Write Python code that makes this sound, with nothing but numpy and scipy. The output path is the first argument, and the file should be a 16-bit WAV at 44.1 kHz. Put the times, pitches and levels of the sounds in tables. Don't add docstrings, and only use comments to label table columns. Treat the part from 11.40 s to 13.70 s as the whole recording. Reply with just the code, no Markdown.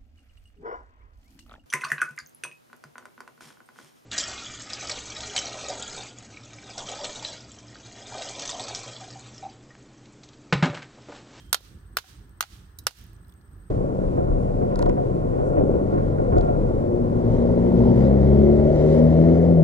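import sys
import numpy as np
from scipy import signal
from scipy.fft import rfft, irfft, next_fast_len
from scipy.io import wavfile
from scipy.ndimage import uniform_filter1d, map_coordinates

SR = 44100
rng = np.random.default_rng(int(sys.argv[2]) if len(sys.argv) > 2 else 0)


def decibels_to_gain(level_db):
    exponent = np.asarray(level_db, float) / 20
    return 10 ** exponent


def digitize_waveform(pressure):
    field = np.atleast_2d(pressure).T
    bounded = np.clip(field, -1, 1)
    quanta = np.round(bounded * 32767).astype(np.int16)
    wavfile.write(sys.argv[1], SR, quanta)


N = 101429
TIME_S = np.arange(N) / SR


def unit(x):
    return x / np.sqrt(np.mean(x ** 2) + 1e-20)


def along(points, hz):
    f, v = np.transpose(points)
    return np.interp(np.log(hz + 1), np.log(f + 1), v)


def level(rows):
    s, db = np.transpose(rows)
    return decibels_to_gain(np.interp(TIME_S, s, db))


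def wobble(rate_hz):
    return map_coordinates(rng.standard_normal(80), [TIME_S * rate_hz], mode="wrap")


def filtered(x, response):
    n = x.shape[-1]
    padded = next_fast_len(n + 8192)
    spectrum = rfft(x, padded) * response(np.fft.rfftfreq(padded, 1 / SR))
    return irfft(spectrum, padded)[..., :n]


def resonance(hz, width_hz):
    return lambda f: 1 / (1 + ((f - hz) / width_hz) ** 2)


def paired(two, alike):
    def mid_side(hz):
        turn = np.arccos(np.clip(along(alike, hz), -1, 1)) / 2
        return np.array([np.cos(turn), np.sin(turn)])
    mid, side = filtered(two, mid_side)
    return np.array([mid + side, mid - side])


# (frequency [Hz], left-right likeness [0-1])
FAR_LIKENESS = [(100, 0.99), (500, 0.61), (1100, 0.017), (15000, .02)]


def noise(response):
    return unit(paired(filtered(rng.standard_normal((2, N)), response), FAR_LIKENESS))


# (frequency [Hz], density [dB per Hz])
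RUMBLE_COLOUR = [(20, -41), (34, -23.5), (42, -2.5), (95, -3), (150, -13), (200, -17), (354, -19),
                 (600, -38.5), (800, -86)]
# (frequency [Hz], width [Hz], lift [dB])
ENGINE_TONES = [(45.3, 6.2, 5), (74.5, 5.8, 3), (121, 4.2, 5), (182, 7.4, 7.5)]
# (time [s], level [dB])
RUMBLE_LEVEL = [(0, -47.5), (.5, -48.5), (1, -47), (1.5, -50.5), (1.9, -48), (2.3, -46.5)]


def far_engine():
    def response(f):
        lift_db = sum(db * resonance(hz, width)(f) for hz, width, db in ENGINE_TONES)
        return decibels_to_gain(along(RUMBLE_COLOUR, f) + lift_db)
    drone = noise(response) * decibels_to_gain(2.3 * wobble(15))
    pan = decibels_to_gain(np.array([[.5], [-.5]]) * -3)
    return level(RUMBLE_LEVEL) * unit(drone) * pan


# (frequency [Hz], density [dB per Hz])
AIR_COLOUR = [(480, -8), (1370, -4), (1850, -8), (2300, -18.5), (5800, -26.5), (7450, -32), (9300, -29),
              (15300, -19.5)]


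def forest_air():
    air = decibels_to_gain(-65 + .8 * wobble(6.9)) * noise(lambda f: decibels_to_gain(along(AIR_COLOUR, f)))
    hum = decibels_to_gain(-77) * noise(resonance(1711, 20))
    return air + hum


# (time [s], level [dB])
WHINE_LEVEL = [(0.0, -74.5), (.8, -75.5), (1.5, -78), (2.3, -72)]
# (time [s], level [dB])
CHIRR_LEVEL = [(0, -69), (.11, -72.5), (.16, -95.5), (2.3, -96.5)]


def insects():
    WHINE_HZ, DRIFT_HZ, PULSE_HZ, PULSE_DB = 8228, 46, 15.6, 5
    pulse_turn = 2 * np.pi * PULSE_HZ * TIME_S + 3.4 * wobble(2.2)
    pulse_db = PULSE_DB * np.sin(pulse_turn) + wobble(5.5)
    chirr = level(CHIRR_LEVEL) * noise(resonance(3180, 60))
    turns = np.cumsum(WHINE_HZ + DRIFT_HZ * wobble(30)) / SR + rng.random((2, 1))
    whine = .8 * unit(np.sin(2 * np.pi * turns)) + .5 * noise(resonance(WHINE_HZ, 90))
    return chirr + level(WHINE_LEVEL) * decibels_to_gain(pulse_db) * whine


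# (frequency [Hz], level [dB])
FOREST_COLOUR = [(300, -21), (1500, -6), (2400, -5.5), (3300, -3), (6300, -4.5), (7500, -9), (10000, -9),
                 (15000, -10)]


def sand_trickle():
    MIDDLE_S, WIDTH_S, LEVEL_DB = 1.6, 0.065, -71.5
    swell = np.exp(-((TIME_S - MIDDLE_S) / WIDTH_S) ** 2)
    sand = rng.standard_normal((2, N)) ** 3
    return decibels_to_gain(LEVEL_DB) * swell * unit(filtered(sand, lambda f: decibels_to_gain(along(FOREST_COLOUR, f))))


# (time [s], peak level [dB])
GRIT = [(1.5518, -53), (1.5722, -47), (1.6121, -49), (1.6401, -52), (1.6665, -52), (1.6969, -56),
        (1.7323, -50), (1.8291, -64), (1.8825, -54), (1.9005, -57), (1.9229, -57), (1.9394, -54),
        (1.9763, -63), (2.0576, -66), (2.113, -64), (2.1329, -66), (2.1689, -71), (2.1813, -64),
        (2.2008, -68), (2.2372, -66)]


def grit_pitches():
    GRIT_HZ, GRIT_SPREAD = 14200, 0.041
    return [(s, db, GRIT_HZ * (1 + GRIT_SPREAD * rng.standard_normal())) for s, db in GRIT]


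def falling_bits(rows, gain_db, cycles, spit_size, thinning):
    out, t = np.zeros((2, N + SR)), np.arange(SR // 50) / SR
    for s, db, hz in rows:
        swell = t * hz / cycles * np.exp(1 - t * hz / cycles)
        tone = np.sin(2 * np.pi * (hz * t + rng.random((2, 1)))) * swell
        rough = unit(uniform_filter1d(rng.standard_normal((2, len(t))), size=24))
        spit = signal.lfilter([1, -thinning], 1, rng.standard_normal((2, len(t))))
        spit = spit * spit_size * np.exp(-t / 0.0015)
        out[:, round(s * SR):][:, :len(t)] += decibels_to_gain(db + gain_db) * (tone * (1 + .5 * rough) + spit)
    return out[:, :N]


# (time [s], peak level [dB], frequency [Hz])
TICKS = [(.0645, -62, 14500), (.079, -63, 13500), (.0955, -59.5, 7230), (.79, -69, 4020),
         (.894, -55, 11900), (1.4385, -57.5, 13800), (1.587, -48, 13800), (1.686, -71.5, 6500),
         (1.764, -64, 5980), (1.848, -64.5, 3990), (1.871, -68, 5200), (1.893, -62, 5090),
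         (1.896, -62, 3500), (1.923, -58, 3430), (1.939, -68, 6500), (2.012, -63, 4300),
         (2.017, -68.5, 5960), (2.08, -69.5, 5300)]


def grit_and_chips(grit):
    return falling_bits(grit, 0.5, 3.6, 0.65, 0.45) + falling_bits(TICKS, -1.5, 4.8, 1.2, 0.7)


def scatter(x, t60s, length, rise_s):
    hz, t, z = signal.stft(rng.standard_normal((2, length)), SR, nperseg=128)
    shape = decibels_to_gain(-60 * t / along(t60s, hz)[:, None]) * np.clip(t / rise_s, 0, 1)
    tail = signal.istft(z * shape, SR, nperseg=128)[1]
    return signal.fftconvolve(x, tail / np.linalg.norm(tail[0]), axes=1)


# (frequency [Hz], density [dB per Hz])
CRUNCH_COLOUR = [(120, -40), (200, -19.5), (1420, -8.5), (2460, -11), (4370, -7.5), (6430, -10.5),
                 (7060, -12), (14800, -6.5), (16500, -34)]


def contact(modes, tilt_db):
    RING_DB, CRUNCH_DB, CRUNCH_T60_S = 2, -11.5, 0.043
    RISE_S, CRACKS_S, CRACK_SIZE = 0.0002, 0.0018, 0.006
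    MODE_SPREAD_DB, IN_STEP_BELOW_HZ, TILT_FROM_HZ = 1, 2200, 2400
    t = np.arange(SR // 10) / SR
    hz, width, db = np.transpose(modes)[:, :, None]
    width = np.maximum(width, 30 + .003 * hz)
    turns, _ = rng.random((2, len(modes), 1))
    sizes = rng.standard_normal((2, len(modes), 1))
    in_step = np.arange(len(modes))[:, None] / 2 + [[[0]], [[.25]]]
    starts = in_step + np.where(hz < IN_STEP_BELOW_HZ, 0, turns)
    decay = decibels_to_gain(db + MODE_SPREAD_DB * sizes) * width * np.exp(-np.pi * width * t)
    ring = (decay * np.sin(2 * np.pi * (hz * t + starts))).sum(1)
    cracks = rng.standard_normal((2, len(t))) ** 3 * np.exp(-t / CRACKS_S) * CRACK_SIZE
    cracks[:, 0] = 1
    ring = signal.fftconvolve(ring, cracks, axes=1)[:, :len(t)]

    def crunch_response(f):
        tilt = tilt_db * np.log2(np.maximum(f, TILT_FROM_HZ) / TILT_FROM_HZ)
        return decibels_to_gain(along(CRUNCH_COLOUR, f) + tilt)
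    grains = filtered(rng.standard_normal((2, len(t))), crunch_response)
    crunch = decibels_to_gain(CRUNCH_DB - 60 * t / CRUNCH_T60_S) * unit(grains)
    return np.array([decibels_to_gain(RING_DB) * ring / abs(ring).max(), crunch]) * (1 - np.exp(-t / RISE_S))


# (time [s], peak level [dB], body number, treble tilt [dB per octave], echo level [dB])
CONTACTS = [(-.13, -5, 1, 9, 2), (0.1286, -4.5, 0, -1, -5.5), (0.1441, -4, 6, -4.5, 1.5),
            (0.165, -28.5, 10, 0, -7.5), (0.206, -36.5, 9, 3, -15), (0.5696, -9.5, 1, -5, 11),
            (0.5855, -14, 7, -5.5, -1), (0.642, -35.5, 4, -9, 0.5), (1.0073, -11, 2, -1.5, 12.5),
            (1.0259, -15.5, 8, -8, 2.5), (1.037, -21, 10, -9, -1), (1.3872, -30, 5, 5, 4),
            (1.4678, -7, 3, -4, 7.5), (1.508, -30, 8, -2, -13)]
# (frequency [Hz], width [Hz], level [dB])
SHELL_A = [(730, 280, -10), (1084, 88, -3.5), (1440, 100, -0.5), (2850, 110, -13.5), (3600, 240, -2.5),
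           (4240, 54, -3), (4880, 100, -5.5), (5550, 55, -9), (6230, 110, 0), (7700, 210, -9.5),
           (8150, 200, -7.5), (10170, 150, 1.5), (11600, 83, 0), (14100, 120, -7.5)]
SHELL_B = [(454, 86, -8.5), (739.5, 100, -1), (1120, 190, -1), (1447, 240, 4.5), (2015, 180, -6.5),
           (3250, 120, -8), (3700, 120, -14), (4270, 210, -3), (4610, 47, -8.5), (5200, 110, -2),
           (6510, 160, -9), (10500, 1700, -31), (13330, 180, -2), (14900, 100, 1)]
SHELL_C = [(420, 370, -10), (770, 230, -9), (1214, 220, -1), (1510, 176, 3), (2000, 160, -4),
           (3203, 110, -2), (4190, 98, -3), (5620, 180, -9), (6500, 110, -3.5), (7470, 99, -14),
           (9500, 970, -15), (11200, 110, -9.5), (12500, 140, -10), (15200, 160, -7)]
SHELL_D = [(518, 58, 0.5), (1100, 250, 0), (1454, 150, 0.5), (1960, 40, -4), (2810, 150, -3.5),
           (3640, 81, -3.5), (4940, 200, -9.5), (5226, 180, 3.5), (5980, 160, -0.5), (8320, 100, -4.5),
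           (9440, 180, -3.5), (10170, 130, -7.5), (12840, 120, -14.5), (14500, 150, -7)]
ROOT = [(756, 16, 4.5), (1400, 310, -12.5), (3000, 370, -27.5)]
CHIP = [(3916, 40, 1), (4600, 90, -3.5), (5390, 60, -2.5), (6200, 120, -5), (7110, 300, -3),
        (9090, 62, -14), (10200, 80, 0), (12010, 90, -12), (12700, 70, 4), (14200, 90, -2), (15400, 80, 1)]
REBOUND_A = [(750, 250, -8.5), (1140, 210, -5.5), (1480, 120, -7.5), (3200, 54, 3), (3650, 120, -4.5),
             (4350, 200, 2.5), (5100, 140, -3.5), (5630, 100, -4.5), (6480, 93, -0.5), (8300, 130, -7),
             (9600, 77, -6), (11500, 180, -7), (12500, 110, -5), (13400, 130, -7)]
REBOUND_B = [(800, 100, -11), (1453, 450, 1), (2900, 130, -1), (4320, 110, -1.5), (5200, 150, -9.5),
             (6400, 170, -4.5)]
REBOUND_C = [(750, 120, -4), (1500, 150, -6), (2850, 120, -3.5), (4320, 200, -6.5), (6400, 150, -6),
             (11000, 400, -21)]
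THUD = [(333, 120, -4.5), (525, 93, -4.5), (1010, 200, -13)]
ROOT_SHORT = [(800, 110, 0.5), (1400, 110, -1.5), (3180, 200, -12), (4405, 200, -13.5)]
BODIES = [SHELL_A, SHELL_B, SHELL_C, SHELL_D, ROOT, CHIP, REBOUND_A, REBOUND_B, REBOUND_C, THUD, ROOT_SHORT]
# (frequency [Hz], t60 [s])
ROOT_T60 = [(300, 0.24), (1500, 0.1), (4000, 0.15), (12000, 0.08)]
FOREST_T60 = [(500, 0.76), (1500, 0.77), (4000, 0.56), (12000, 0.5)]
# (frequency [Hz], left-right likeness [0-1])
BLOW_LIKENESS = [(400, .92), (1400, 0.27), (3000, 0.27), (12000, 0.11)]


def rod_blows():
    ROOTS_DB, FOREST_DB, FOREST_RISE_S, THIN_BELOW_HZ = -10, -5.5, 0.031, 230
    lead = SR // 4
    out = np.zeros((2, lead + N + 2 * SR))
    for s, db, body, tilt_db, echo_db in CONTACTS:
        ring, crunch = decibels_to_gain(db) * contact(BODIES[round(body)], tilt_db)
        direct = paired(ring + crunch, BLOW_LIKENESS)
        roots = scatter(.3 * ring + crunch, ROOT_T60, SR // 5, 0.0027)
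        forest = scatter(decibels_to_gain(db) * np.ones((2, 1)), FOREST_T60, SR, FOREST_RISE_S)
        forest = filtered(forest, lambda hz: decibels_to_gain(along(FOREST_COLOUR, hz)))
        for part, gain_db in [(direct, 0), (roots, ROOTS_DB), (forest, FOREST_DB + echo_db)]:
            out[:, lead + round(s * SR):][:, :part.shape[1]] += decibels_to_gain(gain_db) * part
    thin = lambda hz: (1j * hz / (THIN_BELOW_HZ + 1j * hz)) ** 3
    return filtered(out, thin)[:, lead:lead + N]


# (frequency [Hz], left minus right [dB])
PORTS = [(60, -12.5), (130, -11.5), (290, 2.5), (640, -1), (1410, 9), (3100, -10.5), (6820, -9),
         (15000, -3)]


def scene():
    grit = grit_pitches()
    above = rod_blows() + grit_and_chips(grit) + forest_air() + insects()
    low = far_engine()
    above = above + sand_trickle()
    return filtered(above, lambda hz: decibels_to_gain(np.array([[.5], [-.5]]) * along(PORTS, hz))) + low


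def band_limit(x):
    return signal.sosfilt(signal.butter(12, 16820, fs=SR, output="sos"), x)


def record(dry):
    DUCK_OVER_DB, DUCK_DB = -16, -12
    ATTACK_S, HOLD_S, RELEASE_S = 0.034, 0.039, 0.051
    SOFT_TOP, TOP_HZ = 0.72, 15850
    loud = np.flatnonzero(abs(dry).max(0) > decibels_to_gain(DUCK_OVER_DB))
    starts = loud[np.diff(loud, prepend=-SR) > SR // 10] / SR
    corners = np.cumsum([0, ATTACK_S, HOLD_S, RELEASE_S])
    duck_db = sum(np.interp(TIME_S - s, corners, [0, DUCK_DB, DUCK_DB, 0]) for s in starts)
    ducked = dry * decibels_to_gain(duck_db)
    rounded = ducked / (1 + abs(ducked / SOFT_TOP) ** 4) ** .25
    mix = filtered(rounded, lambda hz: 1 / (1 + (hz / TOP_HZ) ** 60))
    return band_limit(mix)


dry = scene()
out = record(dry)
digitize_waveform(out)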